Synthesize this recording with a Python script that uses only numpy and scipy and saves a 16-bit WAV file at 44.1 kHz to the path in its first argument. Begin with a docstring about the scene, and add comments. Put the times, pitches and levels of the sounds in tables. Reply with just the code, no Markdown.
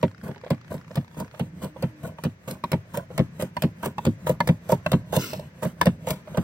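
"""At a garden table, a potato is pushed back and forth over a plastic mandoline, about twice a second.
On each cut the blade bites with a wet crunch and the push thuds on the table. On each return the
potato knocks the hollow frame, scrapes up the ramp and catches on the blade step; once it drags
with a squelch. Quiet open air lies behind, with a faint rapid ticking at first and a brief far hum."""
import sys
import numpy as np
from scipy import signal
from scipy.fft import rfft, irfft, next_fast_len
from scipy.io import wavfile
from scipy.ndimage import uniform_filter1d, map_coordinates

SR = 44100
rng = np.random.default_rng(int(sys.argv[2]) if len(sys.argv) > 2 else 0)


def bounce(signal):
    """Save signal as a 16-bit WAV file at the path given by the first command-line argument."""
    frames = np.transpose(np.atleast_2d(signal))
    limited = np.clip(frames, -1, 1)
    pcm = np.round(limited * 32767).astype(np.int16)
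    wavfile.write(sys.argv[1], SR, pcm)


N = 283959
CONTACT_S = np.arange(SR // 5) / SR  # time since a contact


def amp(db):
    """Decibels to gain."""
    return np.exp(np.asarray(db) * (np.log(10) / 20))


def unit(x):
    """x at rms 1."""
    return x / np.sqrt(np.mean(x ** 2) + 1e-20)


def crest(x):
    """x with its loudest 2 ms at rms 1."""
    return x / np.sqrt(uniform_filter1d(x ** 2, size=88).max())


def decay(t60_s):
    """Exponential fall after a contact."""
    return amp(-60 * CONTACT_S / t60_s)


def rise(attack_s):
    """Exponential onset of a contact."""
    return 1 - np.exp(-CONTACT_S / attack_s)


def along(points, hz):
    """Interpolate (frequency, value) points on a log axis."""
    point_hz, values = np.transpose(points)
    return np.interp(np.log(hz + 1), np.log(point_hz + 1), values)


def gains(rows):
    """One gain curve per dB column, silent outside the rows' times."""
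    times_s, *columns_db = np.transpose(rows)
    curves = [np.interp(np.arange(N) / SR, times_s, amp(db), 0, 0) for db in columns_db]
    return [uniform_filter1d(curve, size=130) for curve in curves]


def wobble(rate_hz):
    """Smooth random curve through rate_hz knots a second."""
    knots = rng.standard_normal(int(N * rate_hz / SR) + 4)
    return map_coordinates(knots, [np.arange(N) * rate_hz / SR])


def filtered(x, response):
    """x times a complex frequency response."""
    n = x.shape[-1]
    padded = next_fast_len(n + 8192)
    return irfft(rfft(x, padded) * response(np.fft.rfftfreq(padded, 1 / SR)), padded)[..., :n]


def coloured(x, spectrum):
    """x shaped by (frequency, dB) points, at rms 1."""
    return unit(filtered(x, lambda hz: amp(along(spectrum, hz))))


def resonance(hz, centre_hz, width_hz):
    """Two-pole band-pass response, 1 at its centre."""
    return 1j * hz * width_hz / (centre_hz ** 2 - hz ** 2 + 1j * hz * width_hz)


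def add(track, at_s, sound):
    """Mix a sound into the track."""
    start = max(round(at_s * SR), 0)
    track[start:start + len(sound)] += sound[:N - start]


def grit(n, spread_db):
    """Noise whose strength jumps from one burst of cells to the next."""
    noise = rng.standard_normal(n)
    bursts = unit(uniform_filter1d(rng.standard_normal(n), size=40))
    return unit(noise * amp(spread_db * bursts))


def near(modes, centre_hz, focus_db):
    """The contact point favours the modes around centre_hz."""
    return [(hz, db - focus_db * np.log2(hz / centre_hz) ** 2, t60_s) for hz, db, t60_s in modes]


def ring(modes, scatter_db, detune, attack_s):
    """Damped modes, with slightly new strengths and pitches at each blow."""
    hz, db, t60_s = np.transpose(modes)[:, :, None]
    strength, shift = rng.standard_normal((2, len(modes), 1))
    waves = np.sin(2 * np.pi * hz * (1 + detune * shift) * CONTACT_S)
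    envelopes = amp(db + scatter_db * strength) * decay(t60_s)
    return (envelopes * waves).sum(0) * rise(attack_s)


def struck(modes, attack_s, buzz_db, buzz_t60_s, scatter_db):
    """A blow rings the modes; loose parts buzz along."""
    body = crest(ring(modes, scatter_db, detune=0.02, attack_s=attack_s))
    spectrum = [(250, -17), (600, 8.5), (1100, -5), (2000, -11.5), (3500, -14.5), (8000, -50)]
    buzz = coloured(grit(len(CONTACT_S), spread_db=6), spectrum)
    envelope = (decay(buzz_t60_s) + amp(-14) * decay(0.14)) * rise(0.0008)
    return body + amp(buzz_db) * buzz * envelope


def rubbed(modes):
    """Stick and slip keeps a body's modes ringing."""
    damped = [(hz, db, t60_s * 0.76) for hz, db, t60_s in modes]
    friction = grit(N, spread_db=6.5)
    body = ring(damped, scatter_db=2.5, detune=0.044, attack_s=0.0014)
    return unit(signal.fftconvolve(friction, body)[:N])


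def scattered(x, t60_s):
    """Short diffuse reflections off things on the table, changing as the hand moves."""
    out, hop = np.zeros((2, N)), SR // 8
    fade = decay(t60_s)[CONTACT_S < 2 * t60_s]
    for centre in range(0, N + hop, hop):
        span = np.arange(max(centre - hop, 0), min(centre + hop, N))
        piece = x[span] * np.cos(np.pi / 2 * (span - centre) / hop)
        for ear in out:
            tail = rng.standard_normal(len(fade)) * fade
            add(ear, span[0] / SR, signal.fftconvolve(piece, tail / np.linalg.norm(tail)))
    return out


# left-right likeness: (frequency [Hz], coherence [0..1])
COHERENCE = [(130, .985), (250, .975), (550, .88), (1000, .66), (2500, .42), (6000, .4), (8500, .85),
             (10000, .95), (15000, .93)]


def stereo(x, lag_s=0.0002852, knee_hz=1400):
    """Mono to stereo: the treble reaches the left late, mixed with scattered sound."""
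    alike = lambda hz: np.clip(along(COHERENCE, hz), 0, 1)
    phase = lambda hz: np.pi * lag_s * np.maximum(hz - knee_hz, 0) * np.array([[-1], [1]])
    direct = filtered(x, lambda hz: np.sqrt(alike(hz)) * np.exp(1j * phase(hz)))
    return direct + filtered(scattered(x, t60_s=0.021), lambda hz: np.sqrt(1 - alike(hz)))


# outdoor background: (frequency [Hz], relative density [dB])
AIR_SPECTRUM = [(25, -20), (80, 6.5), (170, 8.5), (300, -5), (450, -7), (800, -14), (1300, -16),
                (1750, -11), (2650, -19), (3100, -25.5), (6500, -28), (16000, -105)]


def air():
    """Open air, alike in both ears only in the bass."""
    mid, side = coloured(rng.standard_normal((2, N)), AIR_SPECTRUM)
    side = filtered(side, lambda hz: amp(along([(150, -19), (500, -1.5), (1500, 1.5)], hz)))
    breeze_db = 1.5 * wobble(4)
    return amp(-51.5 + breeze_db) * np.array([mid + side, mid - side])


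# far hum: (time [s], pitch [Hz], level [dB])
HUM_PATH = [(1.45, 299, -60), (1.72, 305, -49.5), (1.86, 320, -62), (1.96, 305, -46.5), (2.1, 280, -68)]


def hum():
    """Something far off hums faintly, lifts a little in pitch and sinks."""
    times_s, path_hz, _ = np.transpose(HUM_PATH)
    level, = gains([(at_s, db) for at_s, _, db in HUM_PATH])
    pitch_hz = np.interp(np.arange(N) / SR, times_s, path_hz) * (1 + 0.0076 * wobble(25.1))
    return level * np.sin(2 * np.pi * np.cumsum(pitch_hz) / SR)


# one tick: (frequency [Hz], relative density [dB])
TICK_SPECTRUM = [(600, -25), (1000, 1), (1500, 1), (2500, -8), (3500, -13), (5000, -12), (6500, -18),
                 (9000, -34)]


def ticking(first_s=0.0136, until_s=1.42, period_s=0.0333):
    """Faint, evenly spaced ticks of noise."""
    out = np.zeros(N)
    for at_s in np.arange(first_s, until_s, period_s):
        burst = rng.standard_normal(len(CONTACT_S)) * decay(0.013) * rise(0.000057)
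        tick = crest(coloured(burst, TICK_SPECTRUM))
        add(out, at_s, amp(-44.5 + 0.63 * rng.normal()) * tick)
    return out


# dead spots between modes: (frequency [Hz], width [Hz], depth [dB])
RADIATION_NOTCHES = [(120.5, 9.4, -7), (260, 21.3, -17), (328.3, 100, -3.5), (450, 70, -1.5),
                     (755, 66, -7.5)]


def radiated(x):
    """Table and slicer hardly radiate at their dead spots."""
    def response(hz):
        notches = [1 - (1 - amp(depth_db)) * resonance(hz, centre_hz, width_hz)
                   for centre_hz, width_hz, depth_db in RADIATION_NOTCHES]
        return np.prod(notches, axis=0)
    return filtered(x, response)


# table under the slicer: (frequency [Hz], level [dB], t60 [s])
TABLE_MODES = [(80, -30, .2), (102, -17, .2), (142, -3, .075), (170, 0, .072), (222, -5.5, .08),
               (295, -14, .1), (371, -13, .075), (505, -14, .06)]


def thud(db):
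    """A push rings the table's low modes while the slicer rattles on top."""
    blow = struck(TABLE_MODES, attack_s=0.004, buzz_db=-19, buzz_t60_s=0.05, scatter_db=2.5)
    low_cut = signal.butter(2, 95, "highpass", fs=SR, output="sos")
    return amp(db + 0.5) * signal.sosfilt(low_cut, blow)


# plastic frame: (frequency [Hz], level [dB], t60 [s])
FRAME_MODES = [(412.5, -12, 0.075), (521.8, 3.5, 0.038), (602, 0.5, 0.047), (720, 7, 0.0096),
               (838, -14.5, 0.079), (936.6, -0.5, 0.054), (1054, -16, 0.071), (1250, -40, .04),
               (1553, -3, 0.031), (1783, -31, 0.015), (2600, -38, 0.027)]


def knock(db, ring_hz, buzz_db=-5.5):
    """The potato bumps the slicer; the frame answers hollowly."""
    modes = near(FRAME_MODES, ring_hz, focus_db=14)
    blow = struck(modes, attack_s=0.0028, buzz_db=buzz_db, buzz_t60_s=0.059, scatter_db=4.5)
    return amp(db - 12.5) * blow


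# bursting potato cells: (frequency [Hz], relative density [dB])
CRUNCH_SPECTRUM = [(500, 12), (1200, 3), (2600, 0), (4200, -2.5), (6500, -10), (8700, -7.5), (12000, -9.5),
                   (15800, -12)]


def crunch(db, brightness):
    """Cells burst within milliseconds, then the flesh tears with a softer fizz."""
    tilt_db_per_octave = (brightness + 11.5) * 0.72
    spectrum = [(hz, level_db + tilt_db_per_octave * np.clip(np.log2(hz / 4000), -0.5, 1.5))
                for hz, level_db in CRUNCH_SPECTRUM]
    cells = coloured(grit(len(CONTACT_S), spread_db=3.5), spectrum)
    burst = decay(0.011) * rise(0.0018) ** 2
    tear = amp(-30) * decay(0.11) * rise(0.00079)
    return amp(db + 2.5) * crest(cells * (burst + tear))


def hand_speed():
    """0 to 1: fastest over the blade, still halfway between two passes."""
    passes_s = [cut[0] for cut in CUT_STROKES] + [back[1] for back in RETURN_STROKES]
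    passes_s = np.sort(passes_s + [DRAG_SNAGS[-1][0]])
    pass_count = np.interp(np.arange(N) / SR, passes_s, np.arange(len(passes_s)))
    return np.abs(np.cos(np.pi * pass_count))


# potato sliding on plastic: (frequency [Hz], relative density [dB])
HISS_SPECTRUM = [(500, 13.5), (1200, 9.5), (2000, 3), (3000, 3.5), (3800, 0), (5000, -7), (6500, -1.5),
                 (8700, -4.5), (11700, -4.5), (13000, -5), (15800, -10.5)]
# table trembling under the hand: (time [s], level [dB])
TREMOR_LEVELS = [(0, -49), (.6, -56), (1.0, -45), (1.7, -44.5), (2.4, -50), (3.0, -44), (3.7, -42),
                 (4.4, -41), (5.0, -39.5), (5.5, -44), (6.44, -38)]


def slide():
    """The gliding potato hisses and shakes table and frame; all dip where the hand turns."""
    tremor, = gains(TREMOR_LEVELS)
    speed = hand_speed()
    hiss_gain = amp(-23) * tremor ** 0.68 * (speed ** 1.4 + amp(-16.5))
    hiss = coloured(rng.standard_normal(N), HISS_SPECTRUM) * amp(0.64 * wobble(17))
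    table = rubbed(near(TABLE_MODES, centre_hz=114, focus_db=4.5)) * amp(-3 + 3.4 * wobble(6.5))
    frame = amp(-15.5) * rubbed(FRAME_MODES)
    return hiss_gain * hiss + tremor * amp(11 * (speed - 0.5)) * (table + frame)


# light touches between strokes: (time [s], level [dB])
FRAME_TAPS = [(.305, -22.5), (.36, -25), (.436, -21.5), (0.463, -18.5), (.907, -24.5), (1.341, -24),
              (1.762, -25.5), (3.104, -21), (6.274, -23.5), (6.346, -16)]


def taps():
    """The potato taps so lightly that only the frame answers."""
    out = np.zeros(N)
    for at_s, db in FRAME_TAPS:
        add(out, at_s, knock(db, ring_hz=540))
    return out


# plastic rim: (frequency [Hz], level [dB], t60 [s])
RIM_MODES = [(605, 0, .035), (834, -5, .03), (945, -1, .036), (1080, -3, .025), (1560, -11, .025),
             (1820, -7, .03), (2030, -17, .04), (2640, -9, .018), (3770, -12, .028), (4400, -12, .022)]
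# blows on the rim: (time [s], level [dB], ring centre [Hz])
RIM_CLACKS = [(2.185, -29.5, 850), (2.639, -14.5, 980), (3.567, -18, 694), (3.982, -17, 930),
              (4.404, -10, 1190), (4.862, -10.5, 1060), (5.813, -7.5, 507)]


def clacks():
    """As the hand turns, a dry blow on the rim jolts the table and bruises the potato's edge."""
    out = np.zeros(N)
    for at_s, db, ring_hz in RIM_CLACKS:
        modes = near(RIM_MODES, ring_hz, focus_db=2.5)
        blow = struck(modes, attack_s=0.0029, buzz_db=-10, buzz_t60_s=0.041, scatter_db=6)
        add(out, at_s, amp(db - 4) * blow)
        add(out, at_s, thud(db - 12.5))
        add(out, at_s - 0.001, crunch(db - 11.5, brightness=-17))
    return out


# one long drag: (time [s], hiss [dB], table shake [dB])
DRAG_LEVELS = [(5.17, -58, -19), (5.205, -30, -53), (5.28, -36, -62), (5.33, -41, -38), (5.40, -64, -37.5),
               (5.47, -80, -62)]
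# its hollow resonances: (frequency [Hz], width [Hz], level [dB])
SQUELCH_BANDS = [(307, 120, 12), (1300, 260, 7), (2060, 190, 2), (2550, 230, 1), (3280, 2800, -10),
                 (4140, 230, -5), (4930, 400, -5), (5800, 1500, -15), (7660, 500, -16), (9200, 970, -32),
                 (11400, 400, -4.5), (14000, 1200, -5)]
# its snags: (time [s], knock [dB], crunch [dB])
DRAG_SNAGS = [(5.332, -13.5, -31), (5.394, -22.5, -39.5)]


def drag():
    """The wet potato clings to the ramp, squelches along it and snags."""
    def hollow(hz):
        return sum(amp(db) * resonance(hz, centre_hz, width_hz)
                   for centre_hz, width_hz, db in SQUELCH_BANDS)
    hiss, shake = gains(DRAG_LEVELS)
    squelch = unit(filtered(grit(N, spread_db=2.5), hollow)) * amp(wobble(160))
    out = hiss * squelch + shake * rubbed(TABLE_MODES)
    for at_s, knock_db, crunch_db in DRAG_SNAGS:
        add(out, at_s, knock(knock_db, BLADE_RING_HZ) + crunch(crunch_db, BLADE_BRIGHTNESS))
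    return out


def held(start_s, stop_s, t60_s, attack_s=0.008):
    """Envelope: rise at start_s, hold until stop_s, die away."""
    out, t = np.zeros(N), np.arange(SR // 2) / SR
    release = amp(-60 * np.maximum(t + start_s - stop_s, 0) / t60_s)
    add(out, start_s - attack_s / 2, np.minimum(t / attack_s, 1) * release)
    return out


KNOCK_LAG_S, THUD_LAG_S = 0.003002, 0.005  # the frame answers first, then the table
# return strokes: (meets ramp [s], catches on blade step [s], hiss [dB], hiss t60 [s],
#   ramp knock [dB], its ring centre [Hz], catch knock [dB], click [dB], thud [dB])
RETURN_STROKES = [(0.233, .283, -55.5, 0.089, -38, 530, -17.5, -53, -26),
                  (0.704, 0.739, -55, 0.18, -31, 513, -15.5, -43, -25),
                  (1.169, 1.2002, -51.5, 0.086, -29, 500, -17, -35.5, -23.5),
                  (1.618, 1.643, -51, 0.15, -28, 500, -18, -38.5, -27),
                  (2.033, 2.072, -53.5, 0.098, -27, 520, -26, -44.5, -39),
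                  (2.476, 2.5086, -49.5, 0.21, -18.5, 560, -24, -31.5, -30),
                  (2.939, 2.971, -49, 0.14, -22, 950, -11.5, -26.5, -21),
                  (3.394, 3.4216, -45.5, .12, -17.5, 586, -8.5, -27.5, -20),
                  (3.829, 3.8574, -46, .11, -12.5, 1030, -4.5, -27, -21.5),
                  (4.266, 4.2926, -41.5, 0.13, -8, 870, 1.5, -29.5, -14.5),
                  (4.692, 4.7187, -42, 0.14, -10, 615, 1, -28, -10.5),
                  (5.126, 5.1638, -40.5, 0.13, -7.5, 700, -5, -21, -13),
                  (5.622, 5.649, -45.5, 0.21, -13, 506, -8, -38, -15.5),
                  (6.069, 6.1043, -41.5, 0.16, -8, 590, -14, -22.5, -25.5)]


def scrape():
    """From ramp to blade step the wet cut face crackles and chatters on frame and table."""
    hiss, rub = np.zeros((2, N))
    for meet_s, catch_s, hiss_db, t60_s, *_ in RETURN_STROKES:
        hiss += amp(hiss_db) * held(meet_s, catch_s, t60_s)
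        rub += amp(-20.5 + 0.24 * hiss_db) * held(meet_s, catch_s, t60_s=0.23)
    # under pressure the wet face hisses brighter than in the light glide
    bright = [(hz, db + 4 * np.clip(np.log2(hz / 6000), 0, 1)) for hz, db in HISS_SPECTRUM]
    crackle = coloured(grit(N, spread_db=3), bright) * amp(10.5 + 2.34 * wobble(130))
    slips_db = 4.5 * wobble(110)
    chatter = rubbed(near(FRAME_MODES, centre_hz=700, focus_db=2)) * amp(-6 + slips_db)
    return hiss * crackle + rub * (chatter + rubbed(TABLE_MODES))


def returns():
    """The potato bumps onto the ramp, then catches on the blade step; gives (direct, frame)."""
    direct, frame = np.zeros((2, N))
    for meet_s, catch_s, _, _, ramp_db, ring_hz, catch_db, click_db, thud_db in RETURN_STROKES:
        add(frame, meet_s + KNOCK_LAG_S, knock(ramp_db, ring_hz))
        add(direct, catch_s, crunch(click_db, brightness=-4.5))
        add(frame, catch_s + KNOCK_LAG_S, knock(catch_db, ring_hz=473, buzz_db=-15.5))
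        add(direct, catch_s + KNOCK_LAG_S + THUD_LAG_S, thud(thud_db))
    return np.array([direct, frame])


BLADE_BRIGHTNESS, BLADE_RING_HZ = -9.5, 560
# cutting strokes: (blade bites [s], slice comes free [s], crunch [dB], first knock [dB],
#   last knock [dB], its ring centre [Hz], thud [dB])
CUT_STROKES = [(0.027, 0.03, -35.5, -17, -3.5, 560, -9.5), (0.503, 0.506, -29, -6.5, -13, 500, -9.5),
               (0.9554, 0.97, -27.5, -24, -23, 560, -12.5), (1.394, 1.403, -35, -15, -16, 550, -15),
               (1.8232, 1.832, -30, -13, -18, 570, -13.5), (2.2365, 2.249, -25.5, -14, -25, 590, -14),
               (2.7171, 2.73, -22, -18, -7, 615, -10.5), (3.1772, 3.191, -25, -16, -9.5, 456, -8),
               (3.621, 3.635, -22.5, -13, -12, 584, -9), (4.0503, 4.064, -22, -17.5, -12, 404, -7.5),
               (4.4728, 4.488, -21.5, -20, -8, 425, -6), (4.9161, 4.931, -21.5, -9.5, -10, 620, -7.5),
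               (5.8556, 5.867, -19.5, -8, -4.5, 380, -5), (6.3715, 6.374, -28, -24, -8.5, 435, -9.5)]


def cuts():
    """The blade bites, the slice comes free, the push lands on the table; gives (direct, frame)."""
    direct, frame = np.zeros((2, N))
    for bite_s, free_s, crunch_db, first_db, last_db, ring_hz, thud_db in CUT_STROKES:
        add(direct, bite_s, crunch(crunch_db, BLADE_BRIGHTNESS))
        add(frame, bite_s + KNOCK_LAG_S, knock(first_db, BLADE_RING_HZ))
        add(direct, bite_s + THUD_LAG_S, thud(thud_db - 16))
        add(direct, free_s, crunch(crunch_db - 3.5, brightness=-20.5))
        add(frame, free_s, knock(last_db, ring_hz))
        add(direct, free_s + THUD_LAG_S, thud(thud_db))
    return np.array([direct, frame])


def scene():
    """The slicer close by, its frame a little to the right, the garden behind."""
    direct, frame = cuts() + returns()
    contacts = radiated(direct + clacks() + scrape() + drag() + slide())
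    close = stereo(contacts + ticking())
    knocks = stereo(radiated(frame + taps())) * amp([[-1.4], [1.4]])
    return close + knocks + air() + hum()


def record(dry, low_cut_hz=62, top_hz=15850):
    """The microphone sheds the deepest bass and everything above its band limit."""
    low_cut = signal.butter(3, low_cut_hz, "highpass", fs=SR, output="sos")
    return filtered(signal.sosfilt(low_cut, dry), lambda hz: hz < top_hz)


dry = scene()
out = record(dry)
bounce(out)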